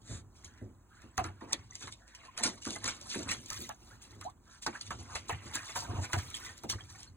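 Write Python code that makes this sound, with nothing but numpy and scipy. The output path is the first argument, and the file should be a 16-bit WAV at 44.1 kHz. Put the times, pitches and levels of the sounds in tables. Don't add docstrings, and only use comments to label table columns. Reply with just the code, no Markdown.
import sys
import numpy as np
from scipy import signal
from scipy.fft import rfft, irfft, next_fast_len
from scipy.io import wavfile
from scipy.ndimage import uniform_filter1d, map_coordinates

SR = 44100
rng = np.random.default_rng(int(sys.argv[2]) if len(sys.argv) > 2 else 0)


def file_out(sig):
    cols = np.atleast_2d(sig).T
    lim = np.clip(cols, -1, 1)
    pcm = np.round(lim * 32767).astype(np.int16)
    wavfile.write(sys.argv[1], SR, pcm)


N = 315756

# [start_s, crack_level_db, spray_level_db, plop_level_db, plop_pitch_hz, fade_s, rise_ms]
SLAP_EVENTS = [(.103, -60, -70, -62, 969.8, 0.2639, 6), (.348, -50, -57.5, -75, 1200, 0.2272, 6.86),
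               (.445, -38, -47, -75.5, 2193, 0.10006, 0.755), (1.018, -43, -80, -70.5, 1645, 0.0498, 1),
               (1.178, -21, -51, -33, 1111, 0.2095, 0.5968), (1.241, -31, -49, -39, 1400, 0.16, 0.4415),
               (1.409, -50, -62, -47, 900, 0.1105, 2.294), (1.523, -34, -33, -38.5, 1745, .06, 2.5),
               (1.53, -11, -60, -38, 1878, 0.1007, 0.3993), (1.697, -60.5, -62.5, -66, 1037, 0.1966, 7.82),
               (1.732, -44, -54.5, -74, 1502, 0.0453, 0.986), (1.753, -25, -51, -70.5, 2036, 0.1446, .9),
               (1.808, -29.5, -55, -39.5, 1391, 0.0734, 3.682),
               (1.824, -30.5, -51.5, -49, 1549, 0.2072, 1.317), (1.872, -39, -49, -44, 1413, 0.0901, 0.989),
               (1.923, -31.5, -44.5, -85, 793.1, 0.0556, 0.656), (2.077, -45, -61, -67, 1844, 0.2148, 1.2),
               (2.148, -51, -50, -63, 2544, 0.078, 0.741), (2.232, -55, -66, -50, 1700, 0.04489, 4.08),
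               (2.25, -51.5, -63, -53.5, 2397, 0.1041, 1), (2.366, -54.5, -55, -46.5, 1853, 0.0508, 4.256),
               (2.376, -24, -39, -46, 1100, 0.18903, 0.535), (2.434, -9.5,  -25, -35, 1467, 0.1456, 1.477),
               (2.444, -36.5, -32, -31.5, 1152, 0.18676, 7.094),
               (2.619, -36, -45, -71.5, 2602, 0.1586, 0.97), (2.651, -25, -55, -52, 1767, 0.3671, .6),
               (2.705, -27, -40, -71, 879.4, 0.03276, 0.93),
               (2.76, -28.5, -51.5, -41, 1526, 0.06704, 0.8683),
               (2.842, -19, -49.5, -41.5, 1143, 0.06455, 0.977),
               (2.85, -40, -31, -37.5, 1160, 0.14987, 4.55), (2.66, -40, -45, -42, 1200, .1, 2),
               (2.876, -27, -35.5, -36, 1594, 0.16103, 1.2), (3.012, -30, -70, -80.5, 1077, 0.0879, 1.44),
               (3.099, -25, -40, -47.5, 2617, 0.4787, 8.79), (3.138, -33, -48, -41, 1553, 0.13785, 2.479),
               (3.19, -31, -62, -53, 1200, 0.09505, 1.136),
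               (3.231, -29.5, -69.5, -74.5, 1228, 0.0637, 1.226), (3.29, -34, -48, -50, 1900, .05, .6),
               (3.28, -40, -31.5, -32, 1681, 0.23042, 10.83),
               (3.311, -31.5, -34.5, -34.5, 1860, 0.07827, 1.3873),
               (3.458, -38.5, -55.5, -80.5, 2419, 0.1118, 0.776),
               (3.485, -30.5, -57, -48, 2555, 0.1154, 4.414), (3.502, -26, -51.5, -45, 1532, 0.2396, 0.746),
               (3.53, -28, -52, -56, 1900, .06, 1), (3.603, -29, -46, -60, 1200, .3, 2.5),
               (3.691, -31, -76.5, -41.5, 1121, 0.12634, 0.6782),
               (3.903, -49, -75, -50, 1398, 0.1094, 9.88), (4.016, -43, -51, -72, 1413, 0.176, 2.113),
               (4.211, -33, -52, -45, 1353, 0.1004, 0.721), (4.241, -40, -52, -65, 900, 0.1, 0.899),
               (4.298, -46, -60, -75, 1400, .05, 1), (4.62, -36, -35, -50, 3400, 0.1073, 4),
               (4.663, -34, -30.5, -30, 1628, 0.05237, 1.0172), (4.722, -50, -53, -41, 1300, .25, 12),
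               (4.811, -31, -44.5, -80, 1580, 0.0653, 0.786), (4.905, -32.5, -47, -36, 1183, .13, 1.2),
               (4.987, -39, -51.5, -54.5, 1068, 0.2044, 4.496), (5.146, -45, -40, -42, 2400, .08, 6),
               (5.154, -27, -40, -34, 2425, 0.1192, 1), (5.28, -37.5, -34, -63.5, 1038, 0.05698, 4.717),
               (5.294, -30, -46, -29, 1750, 0.08, 1.2), (5.326, -37, -70, -41, 1737, 0.1, 0.8712),
               (5.462, -43, -65, -54, 1502, 0.133, 0.958), (5.531, -38, -28, -34, 2100, .13, 11),
               (5.555, -21, -53, -32.5, 1448, 0.0835, 0.5814), (5.649, -34, -53.5, -52, 2542, 0.1428, 12.6),
               (5.687, -34, -52.5, -38, 2092, 0.0993, 5.4), (5.752, -30, -32.5, -37, 1300, .19, 3),
               (5.82, -50, -60, -46, 1000, .06, 3), (5.905, -50, -60, -52, 1300, .1, 3),
               (5.945, -58.5, -57, -54, 900, 0.2017, 8.05), (6.037, -50, -60, -40, 1900, .09, 4),
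               (6.088, -50, -55, -43, 1100, .08, 3), (6.115, -37, -37.5, -44.5, 2490, 0.04033, 3.95),
               (6.131, -21, -36, -29, 1354, .12, .6), (6.177, -30, -42, -41, 1700, 0.1743, 3),
               (6.301, -35, -59, -79.5, 1866, 0.3014, 0.843), (6.345, -36, -43, -53, 2724, 0.1058, 0.887),
               (6.368, -30, -52, -62, 2000, .06, 1), (6.462, -33.5, -78, -58.5, 2037, 0.172, 1.1),
               (6.578, -35, -53.5, -76.5, 1644, 0.0807, 1.06), (6.634, -38, -54, -48, 800, .1, 0.7565),
               (6.691, -40, -36, -54, 1982, .06, 3), (6.712, -40, -44, -46, 1500, .1, 4),
               (6.698, -16, -32, -45, 1990, .12, 1.5), (6.783, -54, -56.5, -46, 1440, 0.14685, 6.26),
               (6.9, -43, -63, -66.5, 1300, 0.0823, 0.672), (6.989, -36, -50, -73.5, 1093, 0.1855, 4.264),
               (7.03, -34, -62, -68.5, 1719, 0.2747, 0.985)]
# [pitch_hz, level_db]
SPRAY_COLOUR = [(1200, -18.5), (2500, -8), (3400, -5), (4200, -4), (6000, 2.5), (7500, -2), (9000, -8),
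                (12000, -15), (15500, -29)]


def amp(db):
    return 10 ** (np.asarray(db) / 20)


def unit(x):
    return x / np.sqrt(np.mean(x ** 2) + 1e-20)


def along(points, hz):
    point_hz, value = np.transpose(points)
    return np.interp(np.log(hz + 1), np.log(point_hz + 1), value)


def curves(rows):
    point_s, *columns = np.transpose(rows)
    return [np.interp(np.arange(N) / SR, point_s, column) for column in columns]


def wobble(rate):
    knots = rng.standard_normal(int(N * rate / SR) + 4)
    return map_coordinates(knots, [np.arange(N) * rate / SR])


def filtered(x, response):
    size = next_fast_len(N + SR // 2)
    hz = np.fft.rfftfreq(size, 1 / SR)
    return irfft(rfft(x, size) * response(hz), size)[..., :N]


def hiss(colour):
    return unit(filtered(rng.standard_normal(N), lambda hz: amp(along(colour, hz))))


def add(track, s, sound):
    part = track[max(round(s * SR), 0):][:len(sound)]
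    part += sound[:len(part)]


def swell(t, rise, t60):
    onset = (1 - np.exp(-t / np.clip(rise, 2e-4, .05))) ** 2
    return onset * amp(-60 * t / np.clip(t60, .01, .6))


def patchy(x, depth_db):
    z = signal.stft(x, nperseg=256)[2]
    field = uniform_filter1d(rng.standard_normal(z.shape), size=4, axis=0)
    field = uniform_filter1d(field, size=6, axis=1)
    return unit(signal.istft(z * amp(depth_db * unit(field)), nperseg=256)[1][:N])


def bubble(t, hz, lift, t60):
    settle = t60 / 5
    turns = hz * (t + lift * (t - settle * (1 - np.exp(-t / settle))))
    flutter = uniform_filter1d(rng.standard_normal((2, len(t))), size=130)
    tone = np.sin(2 * np.pi * turns + 1.6 * flutter[0])
    return tone * (1 + 2.5 * flutter[1]) * swell(t, t60 / 18, t60)


def froth(colour, centre_hz, octaves, cycles, scatter_db, noise, count, size):
    start = rng.integers(0, N, count)
    pitch = rng.standard_normal((count, 1))
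    big = rng.exponential(size=(count, 1))
    near_hz = centre_hz[start, None]
    hz = np.clip(near_hz * 2 ** (octaves * pitch), 400, 12000)
    turns = hz * np.arange(size) / SR
    rings = np.sin(2 * np.pi * turns * (1 + .015 * turns / cycles))
    rings = rings * np.exp(-turns / cycles) * (1 - np.exp(-turns))
    levels = amp(scatter_db * np.minimum(big, 3.5)) * np.sqrt(hz / near_hz)
    places = start[:, None] + np.arange(size)
    grains = np.bincount(places.ravel(), (rings * levels).ravel(), N + size)
    return unit(unit(grains[:N]) + noise * patchy(hiss(colour), depth_db=3))


def cracks():
    out, t = np.zeros(N), np.arange(800) / SR
    for s, crack_db, _, _, _, _, rise_ms in SLAP_EVENTS:
        clicks = 1.5 * rng.choice([-1, 1], size=800)
        add(out, s + .001, amp(crack_db) * swell(t, .4 * rise_ms / 1000, t60=.01) * clicks)
    echo = lambda hz: 1 + 0.18 * np.exp(-2j * np.pi * hz * 0.0024)
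    return filtered(out, lambda hz: echo(hz) * amp(0.8198 * along(SPRAY_COLOUR, hz)))


def plops():
    out, t = np.zeros(N), np.arange(SR // 12) / SR
    for s, _, _, plop_db, plop_hz, _, rise_ms in SLAP_EVENTS:
        for late, octave in rng.uniform(size=(3, 2)):
            ring = bubble(t, plop_hz * 2 ** (0.53182 * (octave - .5)), lift=0.19, t60=0.034)
            add(out, s + 1.504 * rise_ms / 1000 + 0.015 * late, amp(plop_db - 3.5) * ring)
    return out


def stirring():
    # [time_s, gurgle_level_db, spray_level_db]
    stir_levels = [(0, -83, -75), (.3, -79, -83.5), (.8, -94, -92), (1.35, -79.5, -84), (1.9, -78, -71),
                   (2.3, -73, -82.5), (2.7, -72, -63), (3.2, -78, -65), (3.55, -72, -66),
                   (3.72, -81.5, -83.5), (4.05, -72.5, -80.5), (4.4, -90, -92), (4.8, -77.5, -66),
                   (5.06, -72.5, -77), (5.45, -62.5, -62.5), (5.9, -60.5, -66), (6.4, -63, -63),
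                   (6.6, -77.5, -76), (6.85, -71, -66.5), (7.16, -79, -85)]
    # [crest_s, gurgle_level_db, spray_level_db, fall_s]
    shoves = [(.44, -62, -65, 0.0633), (.57, -70, -74.5, 0.208), (1.029, -64.5, -69.5, 0.1983),
              (1.28, -59.5, -79, 0.0968), (1.45, -58, -68, .08), (1.51, -55, -59, .06),
              (1.599, -65, -65, 0.0783), (1.74, -67.5, -63, 0.0008), (1.83, -75, -60.5, 0.1575),
              (2.19, -63, -71.5, 0.0761), (2.259, -60.5, -63, 0.0612), (2.42, -52.5, -71.5, 0.1434),
              (2.58, -62, -59.5, 0.009), (2.69, -57, -43, 0.0172), (2.73, -69, -45, 0.0551),
              (2.84, -49.5, -50.5, 0.0431), (2.92, -54, -72, 0.1362), (3.091, -61.5, -49.5, 0.1152),
              (3.291, -47.5, -66.5, 0.0966), (3.57, -60, -49.5, 0.1299), (3.88, -70, -61, .14),
              (4.131, -65.5, -63.5, 0.1312), (4.25, -66, -77, .08), (4.48, -68, -68, .05),
              (4.54, -67, -60.5, 0.0896), (4.69, -52, -62, 0.0448), (4.87, -66, -58, 0.1753),
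              (5.131, -50.5, -52.5, 0.1015), (5.34, -59, -66, 0.1638), (5.589, -54.5, -55.5, 0.2029),
              (5.74, -68, -56, 0.1781), (5.89, -55, -66, .08), (5.97, -52, -65.5, .1), (5.8, -60, -47, .04),
              (6.045, -53, -46.5, 0.0269), (6.3, -60.5, -58, 0.1436), (6.46, -51.5, -50, 0.1253),
              (6.7, -65, -50, 0.03), (6.74, -48.5, -65.5, 0.0231), (6.9, -70, -62, .05),
              (6.959, -63, -58, .08)]
    low, high = amp(curves(stir_levels))
    clock = np.arange(SR) / SR - .5
    for s, gurgle_db, spray_db, fall in shoves:
        slope = np.where(clock < 0, 0.8283 * fall, fall)
        hump = amp(-20 * np.abs(clock) / slope)
        hump = hump[max(round((.5 - s) * SR), 0):]
        add(low, s - .5, amp(gurgle_db) * hump)
        add(high, s - .5, amp(spray_db) * hump)
    low, high = low * amp(0.62 * wobble(30)), high * amp(2.2605 * wobble(45))
    t, swell_s = np.arange(SR // 4) / SR, .012
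    faint_swell = (t[t < swell_s] / swell_s) ** 2
    for s, crack_db, spray_db, plop_db, _, t60, rise_ms in SLAP_EVENTS:
        rise = rise_ms / 1000
        add(low, s, amp(plop_db) * swell(t, rise, 0.68013 * t60))
        add(high, s, amp(spray_db) * swell(t, 1.1 * rise, t60))
        add(high, s + .002 - swell_s, amp(crack_db - 20) * faint_swell)
    return low, high


def water():
    # [pitch_hz, level_db]
    gurgle_colour = [(350, -2.5), (700, -4.5), (1100, 5), (1800, -7), (2800, -3), (4000, -15.5),
                     (6000, -20.5), (9000, -44.5)]
    # [time_s, level_db]
    treble_levels = [(0, 4), (1.2, 3), (1.6, -3), (2.4, -8), (3.3, -1), (3.6, 16), (4.2, 8), (4.8, -2),
                     (5.6, 6), (6.2, 10), (7.16, 4)]
    treble_hz = 11500
    low, high = stirring()
    slap_s, slap_hz = np.transpose(sorted((row[0], row[4]) for row in SLAP_EVENTS))
    last_slap = np.searchsorted(slap_s, np.arange(N) / SR) - 1
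    gurgle_hz = slap_hz[np.maximum(last_slap, 0)]
    gurgle = froth(gurgle_colour, gurgle_hz, octaves=.44, cycles=5.5, scatter_db=4,
                   noise=.75, count=4500, size=700)
    fine_hz = np.full(N, 5200.)
    spray = froth(SPRAY_COLOUR, fine_hz, octaves=.55, cycles=9, scatter_db=5,
                  noise=1.1, count=7000, size=400)
    crackle = froth(SPRAY_COLOUR, fine_hz, octaves=.6, cycles=1.5, scatter_db=5,
                    noise=.1, count=2500, size=120)
    bright = high * (spray + amp(-9) * crackle) + cracks()
    treble = filtered(bright, lambda hz: 1 / (1 + (treble_hz / (hz + 1)) ** 24))
    treble_change = amp(curves(treble_levels)[0]) - 1
    return low * gurgle + plops() + bright + treble_change * treble


def bubbles():
    # [start_s, level_db, first_pitch_hz, pitch_rise, fade_s]
    clear_bubbles = [(1.11, -52, 7700, .05, .03), (3.46, -36, 6900, .05, .02), (3.745, -44, 6300, .05, .02),
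                     (1.709, -30, 5900, .08, 0.012), (1.72, -42, 1964, 0.04205, 0.0383),
                     (2.281, -37, 983.4, 0.1107, 0.04354), (2.755, -31, 1952, 0.08146, 0.035),
                     (3.01, -50.5, 555.1, 0.1054, 0.108), (3.195, -39, 595.3, 0.1027, 0.06195),
                     (3.503, -34.5, 948.8, 0.4845, 0.07904), (3.645, -36, 1962, 0.0555, 0.0223),
                     (3.907, -46, 1150, 0.7, .1), (4.749, -28, 1250, 0.6, 0.05),
                     (5.326, -32, 1550, .35, .04), (4.915, -33, 1000, .5, .05),
                     (4.81, -24, 4300, 0.15, 0.015), (6.342, -19, 3050, 0.15, 0.0135),
                     (6.424, -39.5, 1449, 0.0484, 0.0883), (6.463, -36.5, 1966, 0.0385, 0.0398),
                     (6.487, -37.5, 1763, 0.0737, 0.07128), (6.725, -31, 1004, 0.15, 0.045),
                     (6.784, -40, 1450, .1, .015), (2.138, -50, 930, .08, .05),
                     (2.153, -52, 2900, .04, .04), (3.058, -45, 980, .08, .05),
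                     (2.575, -48, 2100, .04, .025), (2.668, -34, 1130, .08, .04),
                     (3.14, -36, 1700, .1, .04), (3.31, -32, 1950, .06, .03), (5.76, -31, 930, .1, .05),
                     (5.825, -42, 1080, .08, .03), (2.214, -44, 2050, .1, .02),
                     (3.542, -42, 2050, .05, .025), (5.153, -30, 2500, 0.15, 0.025),
                     (5.188, -49.5, 2014, 0.0299, 0.04024), (6.489, -40, 1494, 0.0286, 0.0676),
                     (6.807, -31, 3050, 0.12, 0.015), (6.954, -45, 1801, 0.02497, 0.03553),
                     (7.061, -54.5, 1530, 0.02763, 0.05854), (7.073, -43, 4050, 0.1, 0.04),
                     (2.761, -44.5, 1476, 0.0494, 0.0543), (2.619, -40.5, 2858, 0.0271, 0.0431),
                     (3.225, -41.5, 3021, 0.0346, 0.036)]
    out, t = np.zeros(N), np.arange(SR // 4) / SR
    for s, db, hz, lift, t60 in clear_bubbles:
        add(out, s, amp(db) * bubble(t, hz, lift, t60))
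    return out


def pockets():
    # [start_s, level_db, first_pitch_hz, last_pitch_hz, length_s, roughness 0-1]
    air_pockets = [(1.179, -30, 1400, 800, .02, .5), (1.19, -33, 1300, 700, .025, .7),
                   (1.243, -40, 1500, 600, .025, .7), (4.249, -41, 640, 1230, .055, .08),
                   (4.664, -31, 1600, 350, .026, .6), (4.906, -34, 1300, 800, .022, .5),
                   (5.294, -30, 1100, 700, .018, .4), (5.757, -38, 1200, 500, .03, .7),
                   (6.131, -27, 1550, 1200, .016, .4), (6.14, -33, 1100, 600, .03, .7),
                   (6.637, -44, 1200, 300, .02, .6), (6.646, -33, 340, 240, .01, .3)]
    out = np.zeros(N)
    for s, db, first_hz, last_hz, length, rough in air_pockets:
        life = np.arange(4000) / SR / length
        life = life[life < 1]
        shake = unit(uniform_filter1d(rng.standard_normal(4000), size=60))[:len(life)]
        turns = np.cumsum(first_hz + (last_hz - first_hz) * life) / SR
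        shape = np.minimum(life / .06, 1) * np.minimum((1 - life) / .25, 1)
        shape = shape * amp(-9 * life)
        add(out, s, amp(db) * shape * np.sin(2 * np.pi * turns + 1.5 * rough * shake))
    return out


def tub():
    # [pitch_hz, width_hz, level_db]
    shell_modes = [(65.128, 51.48, -7.5), (103.38, 28.62, -1), (231.83, 60.04, -6), (344.86, 58.215, -5.5),
                   (513.33, 260.7, -15.5)]
    # [time_s, level_db]
    flex_levels = [(0, -64), (.45, -61.5), (.95, -74.5), (1.4, -64.5), (1.75, -62), (2.0, -71),
                   (2.5, -66.5), (3.0, -61), (3.6, -56.5), (3.75, -68), (4.2, -62), (4.35, -73), (4.6, -76),
                   (4.9, -58.5), (5.2, -58), (5.7, -64.5), (5.9, -50), (6.1, -57), (6.5, -61.5),
                   (7.16, -62.5)]
    # [start_s, level_db, upper_level_db, fade_s]
    landings = [(0.093, -20, -24, 0.4), (0.444, -37, -28.5, 0.1655), (0.615, -24, -17, 0.33),
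                (1.039, -34.5, -11.5, 0.1792), (1.18, -19.5, -17.5, 0.3232), (1.243, -25.5, -16.5, 0.2749),
                (1.42, -34, -10, 0.3894), (1.535, -29.5, -13, 0.2159), (1.837, -29.5, -16.5, 0.2887),
                (2.407, -51, 8.5, 0.4417), (2.449, -40, 6, 0.3537), (2.666, -35, -2, 0.5226),
                (2.844, -45.5, -0.5, 0.4326), (3.157, -31.5, 1.5, 0.3601), (3.26, -29, -17.5, 0.2882),
                (3.377, -33.5, -27, 0.1907), (3.591, -50, 4, 0.292), (3.816, -37.5, -25, 0.203),
                (3.919, -43, -21, 0.196), (4.165, -41, -19.5, 0.2396), (4.251, -39.5, -17, 0.1499),
                (4.672, -29, -6, 0.2224), (4.941, -35.5, -43.5, 0.69), (5.324, -20, -48.5, 0.2444),
                (5.455, -31.5, -17.5, 0.386), (5.561, -36, -17.5, 0.2417), (5.766, -34, -21, 0.3798),
                (5.892, -29, -12, 0.15), (5.93, -28, -14, 0.25), (5.978, -16, -26, 0.2),
                (6.02, -28, -18, .15), (6.136, -15, -22, 0.20665), (6.226, -32, -27.5, 0.23),
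                (6.168, -18, -24, 0.16), (6.64, -34, -6, 0.1527), (6.69, -30, -24, 0.2534),
                (6.655, -30, -20, .15), (6.728, -25, -22, 0.16), (6.75, -24, -24, .1),
                (6.81, -38, -22, 0.3588)]

    def ringing(modes):
        def response(f):
            total = 0
            for k, (centre, width, db) in enumerate(modes):
                peak = 1j * f * width / (centre * centre - f * f + 1j * f * width)
                total = total + (-1) ** k * amp(db) * peak
            return total
        return response

    def soft(f):
        return 1 / (1 + (f / 650) ** 4) * f ** 4 / (f ** 4 + 50 ** 4)

    flex_db = curves(flex_levels)[0]
    deep = amp(flex_db + 3.256 * wobble(8.1))
    upper = amp(flex_db - 5.0 + 2.931 * wobble(9))
    blows, t = np.zeros((2, N)), np.arange(SR // 2) / SR
    for s, db, upper_db, t60 in landings:
        add(deep, s, amp(db - 17) * swell(t, 0.006888, t60))
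        add(upper, s, amp(db + upper_db - 1.5) * swell(t, 0.0030195, 0.6863 * t60))
        add(blows[0], s, amp(db - 0.5) * np.hanning(120))
        add(blows[1], s, amp(db + upper_db + 16.0) * np.hanning(50))
    rubs = unit(filtered(rng.standard_normal((2, N)), soft))
    out = np.zeros(N)
    parts = [ringing(shell_modes[:2]), ringing(shell_modes[2:])]
    for level, rub, blow, ring in zip([deep, upper], rubs, filtered(blows, soft), parts):
        out += level * unit(filtered(rub, ring)) + filtered(blow, ring)
    return out


def swishes():
    # [start_s, length_s, level_db, first_pitch_hz, last_pitch_hz]
    strokes = [(0.469, .16, -64, 1550, 1800), (.9, .15, -62, 1400, 1560), (2.001, .2, -63.5, 1580, 1751),
               (4.465, .12, -64, 1450, 1600)]
    fade_s = 0.0352
    out, t = np.zeros(N), np.arange(N) / SR
    for s, length, db, first_hz, last_hz in strokes:
        on = np.clip(np.minimum(t - s, s + length - t) / fade_s + .5, 0, 1) ** 2
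        hz = np.interp(t, [s, s + length], [first_hz, last_hz])
        out += on * amp(db) * wobble(600) * np.sin(2 * np.pi * np.cumsum(hz) / SR)
    return out


def snuffles():
    # [start_s, length_s, level_db]
    washes = [(.02, .22, -50), (.92, .09, -68), (6.0, .075, -44)]
    # [pitch_hz, level_db]
    snuffle_colour = [(600, -10), (1500, -2), (2700, -8), (4000, -2), (5500, -4), (7200, 3), (8800, -6),
                      (12000, -20), (15500, -33)]
    t, on = np.arange(N) / SR, np.zeros(N)
    for s, length, db in washes:
        on += amp(db) * np.sin(np.pi * np.clip((t - s) / length, 0, 1)) ** 2
    return on * hiss(snuffle_colour)


def wall(x):
    # [pitch_hz, fade_s]
    answer_fades = [(200, .1), (1500, .08), (8000, .05)]
    # [pitch_hz, level_db]
    scatter_colour = [(300, -16.5), (700, 2.5), (1100, -9), (2500, -5), (4000, -5), (5500, -27),
                      (10000, -12), (15000, -38.5)]
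    out, step = np.zeros((2, N + SR)), SR // 4
    for start in range(0, N, step):
        hz, t, z = signal.stft(rng.standard_normal((2, SR // 8)), SR, nperseg=256)
        fading = z * amp(-60 * t / along(answer_fades, hz)[:, None])
        tail = signal.istft(fading, SR, nperseg=256)[1]
        tail = tail / np.linalg.norm(tail[0])
        answer = signal.fftconvolve(x[None, start:start + step], tail, axes=1)
        out[:, start + 200:][:, :answer.shape[1]] += answer
    return filtered(out[:, :N], lambda hz: amp(along(scatter_colour, hz)))


def yard():
    # [pitch_hz, level_db]
    yard_colour = [(25, -47), (45, 9), (80, 4), (150, -4.5), (300, -8), (500, -22), (1000, -13),
                   (1700, -23.5), (2600, -45), (4500, -42), (7200, -25), (10000, -36), (15500, -33)]
    shared = amp(-64.5 + 0.69 * wobble(1.4)) * hiss(yard_colour)
    apart = amp(-73) * np.array([hiss(yard_colour), hiss(yard_colour)])
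    return shared, apart


def ports(x):
    # [pitch_hz, #
    left_lead = [(60, -.2), (450, -.7), (1150, -.9), (1400, .4), (2050, .5), (2950, 2.8), (4000, 1.5),
                 (5100, 3.1), (8000, 6.3), (9100, 6.4), (11900, 9.4), (13300, 9.5), (15300, 12.6)]
    # [pitch_hz, level_db]
    left_tilt = [(60, -.6), (380, -.6), (700, -3.5), (1300, -2.5), (2400, -1.5), (6000, 0)]
    side = np.array([[.5], [-.5]])

    def response(hz):
        return np.exp(1j * side * along(left_lead, hz)) * amp(side * along(left_tilt, hz))

    return filtered(x, response)


def scene():
    wet = water() + bubbles() + pockets() + swishes() + snuffles()
    hum, apart = yard()
    return ports(wet + tub() + hum) + wall(wet) + apart


def record(dry):
    return filtered(dry, lambda hz: hz < 15850)


dry = scene()
out = record(dry)
file_out(out)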